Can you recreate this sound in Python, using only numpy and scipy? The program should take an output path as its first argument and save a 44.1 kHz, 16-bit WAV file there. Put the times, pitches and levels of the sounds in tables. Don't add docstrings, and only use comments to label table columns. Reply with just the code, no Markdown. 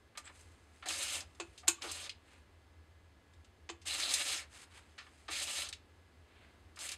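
import sys
import numpy as np
from scipy import signal
from scipy.fft import rfft, irfft
from scipy.io import wavfile
from scipy.ndimage import uniform_filter1d

SR = 44100
rng = np.random.default_rng(int(sys.argv[2]) if len(sys.argv) > 2 else 0)


def wav_record(signal):
    frames = np.transpose(np.atleast_2d(signal))
    bounded = np.clip(frames, -1, 1)
    quanta = np.round(bounded * 32767).astype(np.int16)
    wavfile.write(sys.argv[1], SR, quanta)


N = 307377
TIME, HIT_TIME = np.arange(N) / SR, np.arange(SR // 2) / SR

# t/s, length/s, braking/s, level/dB, easing/(dB/s), grumble offset/dB, treble offset/dB
HAND_TURNS = [(0.864, 0.39, 0.099, -42.5, 0.5, -11.5, -2.5), (1.808, 0.29, 0.032, -47, 14.5, -8, -5.5),
              (3.849, .62, 0.14, -42.5, -5.5, -12, -3.5), (5.293, .44, 0.14, -43, -4.5, -13, -3.5),
              (6.784, 0.2, 0.048, -47.5, 17, -11, -2.5)]
# t/s, lift/dB
TIGHT_SPOTS = [(0.91, 5), (0.972, -1), (1.025, 5), (1.07, -1.5), (1.161, 3.5), (1.9, 6.5), (3.948, 4.5),
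               (3.975, -4), (4.0, 3.5), (4.03, 2.5), (4.118, 4.5), (4.212, 3.5), (4.242, -5), (4.33, 3),
               (5.42, 3), (5.455, -4), (5.52, 0), (5.585, 1.5)]
# f/Hz, level/dB
RASP_COLOUR = [(120, -42.5), (280, -7.5), (450, -15), (900, -9.5), (1500, -6), (2500, 2), (4000, 1.5),
               (5200, -1), (6500, -0.5), (8300, -1.5), (10000, -6.5), (12000, -15.5), (14000, -25.5),
               (16000, -35)]
# f/Hz, width/Hz, lift/dB
HEADSTOCK = [(347, 40, 0.5), (573.4, 100, 11), (761.5, 45, 8.5), (1194, 70, 6), (1350, 76, 5),
             (1762, 110, 4.5), (2230, 79, 4), (2710, 50, 3.5), (4055, 110, 3.5), (5040, 60, 5),
             (5380, 50, 3.5), (6330, 120, 4), (6860, 46, 3.5), (7200, 140, 3.5), (7700, 50, 4),
             (8330, 120, 5.5)]
# t/s, level/dB, tilt/(dB/octave), top edge/Hz, clatter t60/s, ring offset/dB, struck spot's pitch/Hz
CHUCK_KNOCKS = [(0.861, -42, 1, 2190, 0.064, -13, 760), (1.3997, -37, -3.5, 9100, 0.081, 0, 2670),
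                (1.6799, -20, 2, 15000, 0.076, 1, 1080), (1.841, -43.5, -5.5, 5000, 0.22, -10, 1510),
                (3.6908, -43.5, -2, 5950, 0.083, -6, 2240), (3.6981, -40.5, -3, 8300, 0.059, -3, 3100),
                (5.288, -45.5, -3, 2000, 0.13, -15, 1236)]
# f/Hz, level/dB, t60/s
STEEL_MODES = [(340.7, -4.5, 0.125), (392, -7, 0.058), (737, -14, 0.13), (1095, -8.5, 0.049),
               (1400, -23.5, 0.16), (1550, -15, .09), (2190, -17.5, 0.094), (2410, -14, 0.12),
               (2581, -7, 0.11), (2660, -13.5, .08), (3040, -19, .12), (3490, -19.5, .12),
               (4210, -13.5, 0.099), (4670, -18, 0.092), (5060, -15.5, 0.074), (6616, -9.5, .1),
               (7044, -5, .08), (7144, -12, 0.14), (7418, -9.5, 0.087), (7720, -16.5, .11),
               (8200, -11, .11), (9454, -20, .08), (11450, -17.5, .08), (14350, -23, .07)]
# f/Hz, level/dB
CLATTER_COLOUR = [(120, -40.5), (230, -22.5), (320, -2), (550, -9.5), (1000, -4.5), (1900, -6),
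                  (2600, -3.5), (4000, -3), (5500, -4.5), (7000, 5.5), (8500, -1), (10000, -10.5),
                  (12000, -18.5), (16000, -27.5)]
# t/s, level/dB, low edge/Hz, high edge/Hz, t60/s
SHORT_BURSTS = [(0.152, -53, 1100, 2500, 0.086), (0.1728, -37.5, 766, 9600, 0.076),
                (0.2537, -57, 5000, 6960, 0.03), (.2745, -45.5, 1400, 4000, 0.035),
                (0.296, -50, 970, 1580, 0.055), (.409, -59, 6000, 8260, 0.073),
                (0.824, -48, 930, 2900, 0.14), (0.857, -42.5, 1500, 7260, 0.18),
                (1.204, -39.5, 2540, 7400, 0.049), (1.348, -60.5, 1200, 8160, 0.061),
                (1.577, -51.5, 2680, 7200, 0.15), (1.630, -55.5, 895, 1900, 0.12),
                (1.673, -39, 900, 8020, 0.072), (1.8202, -37, 2190, 4730, 0.047),
                (1.914, -36.5, 5500, 9300, 0.067), (2.0936, -39.5, 2700, 4350, 0.075),
                (3.334, -64, 1600, 7000, 0.061), (3.445, -62.5, 1605, 7050, 0.076),
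                (3.815, -58.5, 2200, 6600, 0.13), (4.138, -24, 3450, 9200, 0.077),
                (4.979, -46.5, 975, 4220, 0.2), (5.064, -53.5, 980, 2520, 0.08),
                (5.281, -40.5, 1080, 3900, 0.12), (5.619, -34.5, 2300, 4600, 0.043),
                (5.7263, -38.5, 2300, 5650, 0.076), (6.759, -57, 2480, 9000, 0.28),
                (6.77, -48.5, 1110, 2240, 0.099)]
# t/s, level/dB
GRIT_CRACKS = [(0.8857, -32.5), (3.855, -49), (4.2598, -44), (5.332, -37.5), (5.3992, -35.5),
               (5.688, -39.5), (6.7896, -43), (6.8895, -37.5), (6.9172, -36)]
# t/s, f/Hz, level/dB, length/s
STEEL_SQUEAKS = [(0.238, 7780, -54, 0.053), (0.846, 734, -47.5, 0.057), (1.628, 734, -54.5, 0.051),
                 (1.779, 1170, -55, .02), (3.88, 4090, -43, 0.083)]
# peak t/s, rise/s, fade/s, level/dB, scuff offset/dB
HAND_RUBS = [(0.27, 0.029, 0.034, -73, 15.5), (0.37, 0.046, 0.087, -66, -3.5), (0.52, .1, .2, -75.5, -2),
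             (0.79, 0.071, 0.08, -73, 0), (1.56, 0.26, 0.069, -72, 0.5), (2.32, 0.074, 0.083, -73, 7.5),
             (4.559, 0.047, 0.023, -59.5, 0.5), (4.62, 0.045, 0.028, -58, -2),
             (4.775, 0.042, 0.024, -64, 4.5), (4.8, 0.19, 0.12, -77.5, 7.5), (5.19, 0.25, 0.15, -72.5, 1),
             (6.42, 0.14, .12, -82.5, 17)]
# f/Hz, level/dB
CLICK_COLOUR = [(100, -11.5), (300, 2), (9000, 1.5), (16000, -16)]
RUSTLE_COLOUR = [(2000, -24.5), (5000, -1), (8500, 1.5), (11000, -9.5), (16000, -38)]
SCUFF_COLOUR = [(200, -13), (1000, -4), (2400, -1), (4200, -9.5), (7000, -49.5)]
AIR_COLOUR = [(20, -31), (42, -16.5), (60, -7.5), (82, 4), (105, -14.5), (170, -20), (280, -16), (550, -22),
              (1600, -26.5), (3000, -31), (5000, -36), (8500, -41), (12000, -48), (16000, -57)]
# f/Hz, level/dB
WHINE_TONES = [(418, -86.5), (1680, -82.5), (2040, -84)]
# f/Hz, width/Hz, gain/dB
MIC_PORT_DIPS = [(5710, 260, -9.5), (6967, 99, -12), (15020, 250, -18.5)]


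def turning_chuck(grumble_db=-2, rasp_db=-1, treble_db=-1, judder_db=0.47, wander_db=2.2, bands=7):
    hz = freqs(TIME)
    friction = slips(per_s=9000, spread_db=2) * undb(judder_db * walk(110))
    body = rfft(friction) * colour(hz, RASP_COLOUR) * bumps(hz, HEADSTOCK)
    low, bright = below(hz, 1480) ** 2, below(6460, hz) ** 2
    registers = zip((low, 1 - low - bright, bright), (grumble_db, rasp_db, treble_db), drag_gains())
    drag = sum(unit(irfft(body * share, N)) * undb(db) * gain for share, db, gain in registers)
    spectrum, band = rfft(drag), np.clip(2 * np.log2(hz / 1000), 0, bands - 1)
    shares = (np.maximum(1 - abs(band - k), 0) for k in range(bands))
    return sum(irfft(spectrum * share, N) * undb(wander_db * walk(45)) for share in shares)


def drag_gains(spin_up_s=0.024, speed_powers=(0.63, 1.49, 1.87), bind_s=0.013, treble_share=0.35):
    gains = np.zeros((3, N))
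    for s, length_s, brake_s, db, easing, low_db, high_db in HAND_TURNS:
        age = np.clip(TIME - s, 0, length_s)
        speed = np.clip(np.minimum(age / spin_up_s, (length_s - age) / brake_s), 0, 1)
        for gain, power, offset_db in zip(gains, speed_powers, (low_db, 0, high_db)):
            gain += speed ** power * undb(db + offset_db - easing * age)
    lift_db = sum(db * swell(s, bind_s, bind_s) for s, db in TIGHT_SPOTS)
    return gains * undb([lift_db, lift_db, treble_share * lift_db])


def knocks(ring_db=-4, build_cycles=3.3, spot_db=7.5, spot_width=0.16):
    out, hz = np.zeros(N), freqs(HIT_TIME)
    mode_hz, mode_db, mode_t60 = np.transpose(STEEL_MODES)[:, :, None]
    envelope = (1 - np.exp(-HIT_TIME * mode_hz / build_cycles)) * decay(mode_t60)
    socket = colour(hz, CLATTER_COLOUR)
    for s, db, tilt_db, edge_hz, t60, offset_db, spot_hz in CHUCK_KNOCKS:
        contact = undb(tilt_db * np.log2(np.maximum(hz, 500) / 4000)) * below(hz, edge_hz, order=5)
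        contact *= bumps(hz, [(spot_hz, spot_width * spot_hz, spot_db)])
        contact *= rms(socket) / rms(socket * contact)
        swing = np.sin(2 * np.pi * mode_hz * HIT_TIME) * rng.choice([-1, 1], mode_hz.shape)
        modes = undb(mode_db) * np.interp(mode_hz, hz, contact) * swing * envelope
        ring = undb(ring_db + offset_db) * modes.sum(axis=0)
        clatter = chatter(t60, socket * contact, crack_db=-10.5)
        add(out, s, undb(db) * (clatter + ring))
    return out


def clicks(trim_db=1, rise_cycles=2.2, grit_band_hz=(2570, 9100), grit_t60=0.048):
    out, hz = np.zeros(N), freqs(HIT_TIME)
    body = bumps(hz, HEADSTOCK) * colour(hz, CLICK_COLOUR)
    grit = [(s, db, *grit_band_hz, grit_t60) for s, db in GRIT_CRACKS]
    for s, db, low_hz, high_hz, t60 in SHORT_BURSTS + grit:
        band = below(low_hz, hz, order=4) * below(hz, high_hz)
        burst = chatter(t60, body * band, crack_db=-17.5, rise_s=rise_cycles / low_hz)
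        add(out, s, undb(db + trim_db) * burst)
    return out


def chatter(t60, gain, crack_db, crack_t60=0.014, grain=0.42, rise_s=1e-5):
    sign, size = rng.standard_normal((2, len(HIT_TIME)))
    grains = unit(sign * np.exp(grain * size))
    fade = decay(t60) + undb(crack_db) * decay(crack_t60)
    attack = 1 - np.exp(-HIT_TIME / rise_s)
    return causal(grains * fade * attack, gain / rms(gain))


def squeaks(waver=0.055):
    out = np.zeros(N)
    for s, hz, db, length_s in STEEL_SQUEAKS:
        arch = np.sin(np.pi * np.minimum(HIT_TIME / length_s, 1))
        pitch = hz * (1 + waver * walk(900, size=len(HIT_TIME)))
        add(out, s, undb(db) * arch * tone(pitch))
    return out


def hand_and_sleeve(trim_db=-1):
    hz = freqs(TIME)
    friction = rfft(slips(per_s=3000, spread_db=-0.5) * undb(1.3 * walk(110)))
    rustle = unit(irfft(friction * colour(hz, RUSTLE_COLOUR), N))
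    scuff = unit(irfft(friction * colour(hz, SCUFF_COLOUR), N))
    return sum(swell(s, rise_s, fade_s) * undb(db + trim_db) * (rustle + undb(scuff_db) * scuff)
               for s, rise_s, fade_s, db, scuff_db in HAND_RUBS)


def workshop(direct, wet_db=-13, low_t60=0.3, high_t60=0.14, gap_s=0.005):
    scatter = rfft(rng.standard_normal(len(HIT_TIME)))
    low = below(freqs(HIT_TIME), 3000, order=1) ** 2
    tail = irfft(scatter * low) * decay(low_t60) + irfft(scatter * (1 - low)) * decay(high_t60)
    tail *= HIT_TIME > gap_s
    return direct + undb(wet_db) * signal.fftconvolve(direct, tail / np.linalg.norm(tail))[:N]


def room_tone(air_db=-62, rumble_edge_hz=120, throb_db=1.5, waver_hz=4):
    hz = freqs(TIME)
    air = unit(irfft(rfft(rng.standard_normal(N)) * colour(hz, AIR_COLOUR), N))
    air *= undb(air_db + 0.6 * walk(2.8))
    rumble = irfft(rfft(air) * below(hz, rumble_edge_hz), N)
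    whine = sum(undb(db) * np.sqrt(2) * tone(f + waver_hz * walk(25)) for f, db in WHINE_TONES)
    return air - rumble + rumble * undb(throb_db * walk(15)) + whine


def slips(per_s, spread_db):
    happens = rng.random(N) < per_s / SR
    size = undb(spread_db * np.minimum(rng.exponential(size=N), 5))
    return unit(happens * size * rng.choice([-1, 1], N))


def walk(rate_hz, size=N):
    hold = max(int(SR / rate_hz), 1)
    steps = np.repeat(rng.standard_normal(size // hold + 1), hold)
    return unit(uniform_filter1d(steps, hold)[:size])


def swell(s, rise_s, fade_s):
    return np.exp(-((TIME - s) / np.where(TIME < s, rise_s, fade_s)) ** 2)


def decay(t60):
    return np.exp(-np.log(1000) * HIT_TIME / t60)


def tone(hz):
    return np.sin(2 * np.pi * np.cumsum(hz) / SR)


def freqs(x):
    return np.maximum(np.fft.rfftfreq(len(x), 1 / SR), 1)


def colour(hz, points):
    at, db = np.transpose(points)
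    return undb(np.interp(np.log(hz), np.log(at), db))


def bumps(hz, rows):
    return undb(sum(db / (1 + (2 * (hz - f) / width) ** 2) for f, width, db in rows))


def below(hz, edge_hz, order=3):
    return 1 / np.sqrt(1 + (hz / edge_hz) ** (2 * order))


def causal(x, gain):
    cepstrum = irfft(np.log(gain + 1e-5), len(x))
    cepstrum[1:len(x) // 2] *= 2
    cepstrum[len(x) // 2 + 1:] = 0
    return irfft(rfft(x) * np.exp(rfft(cepstrum)), len(x))


def undb(db):
    return 10 ** (np.asarray(db) / 20)


def rms(x):
    return np.sqrt(np.mean(x ** 2) + 1e-20)


def unit(x):
    return x / rms(x)


def add(out, s, x):
    start = int(s * SR)
    out[start:start + len(x)] += x[:N - start]


def scene():
    at_chuck = turning_chuck() + hand_and_sleeve() + knocks() + clicks() + squeaks()
    return (workshop(at_chuck) + room_tone())[None]


def record(dry):
    at_mic = causal(dry[0], bumps(freqs(TIME), MIC_PORT_DIPS))
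    top_cut = signal.ellip(10, 0.2, 70, 15650, fs=SR, output="sos")
    return signal.sosfilt(top_cut, at_mic)[None]


dry = scene()
out = record(dry)
wav_record(out)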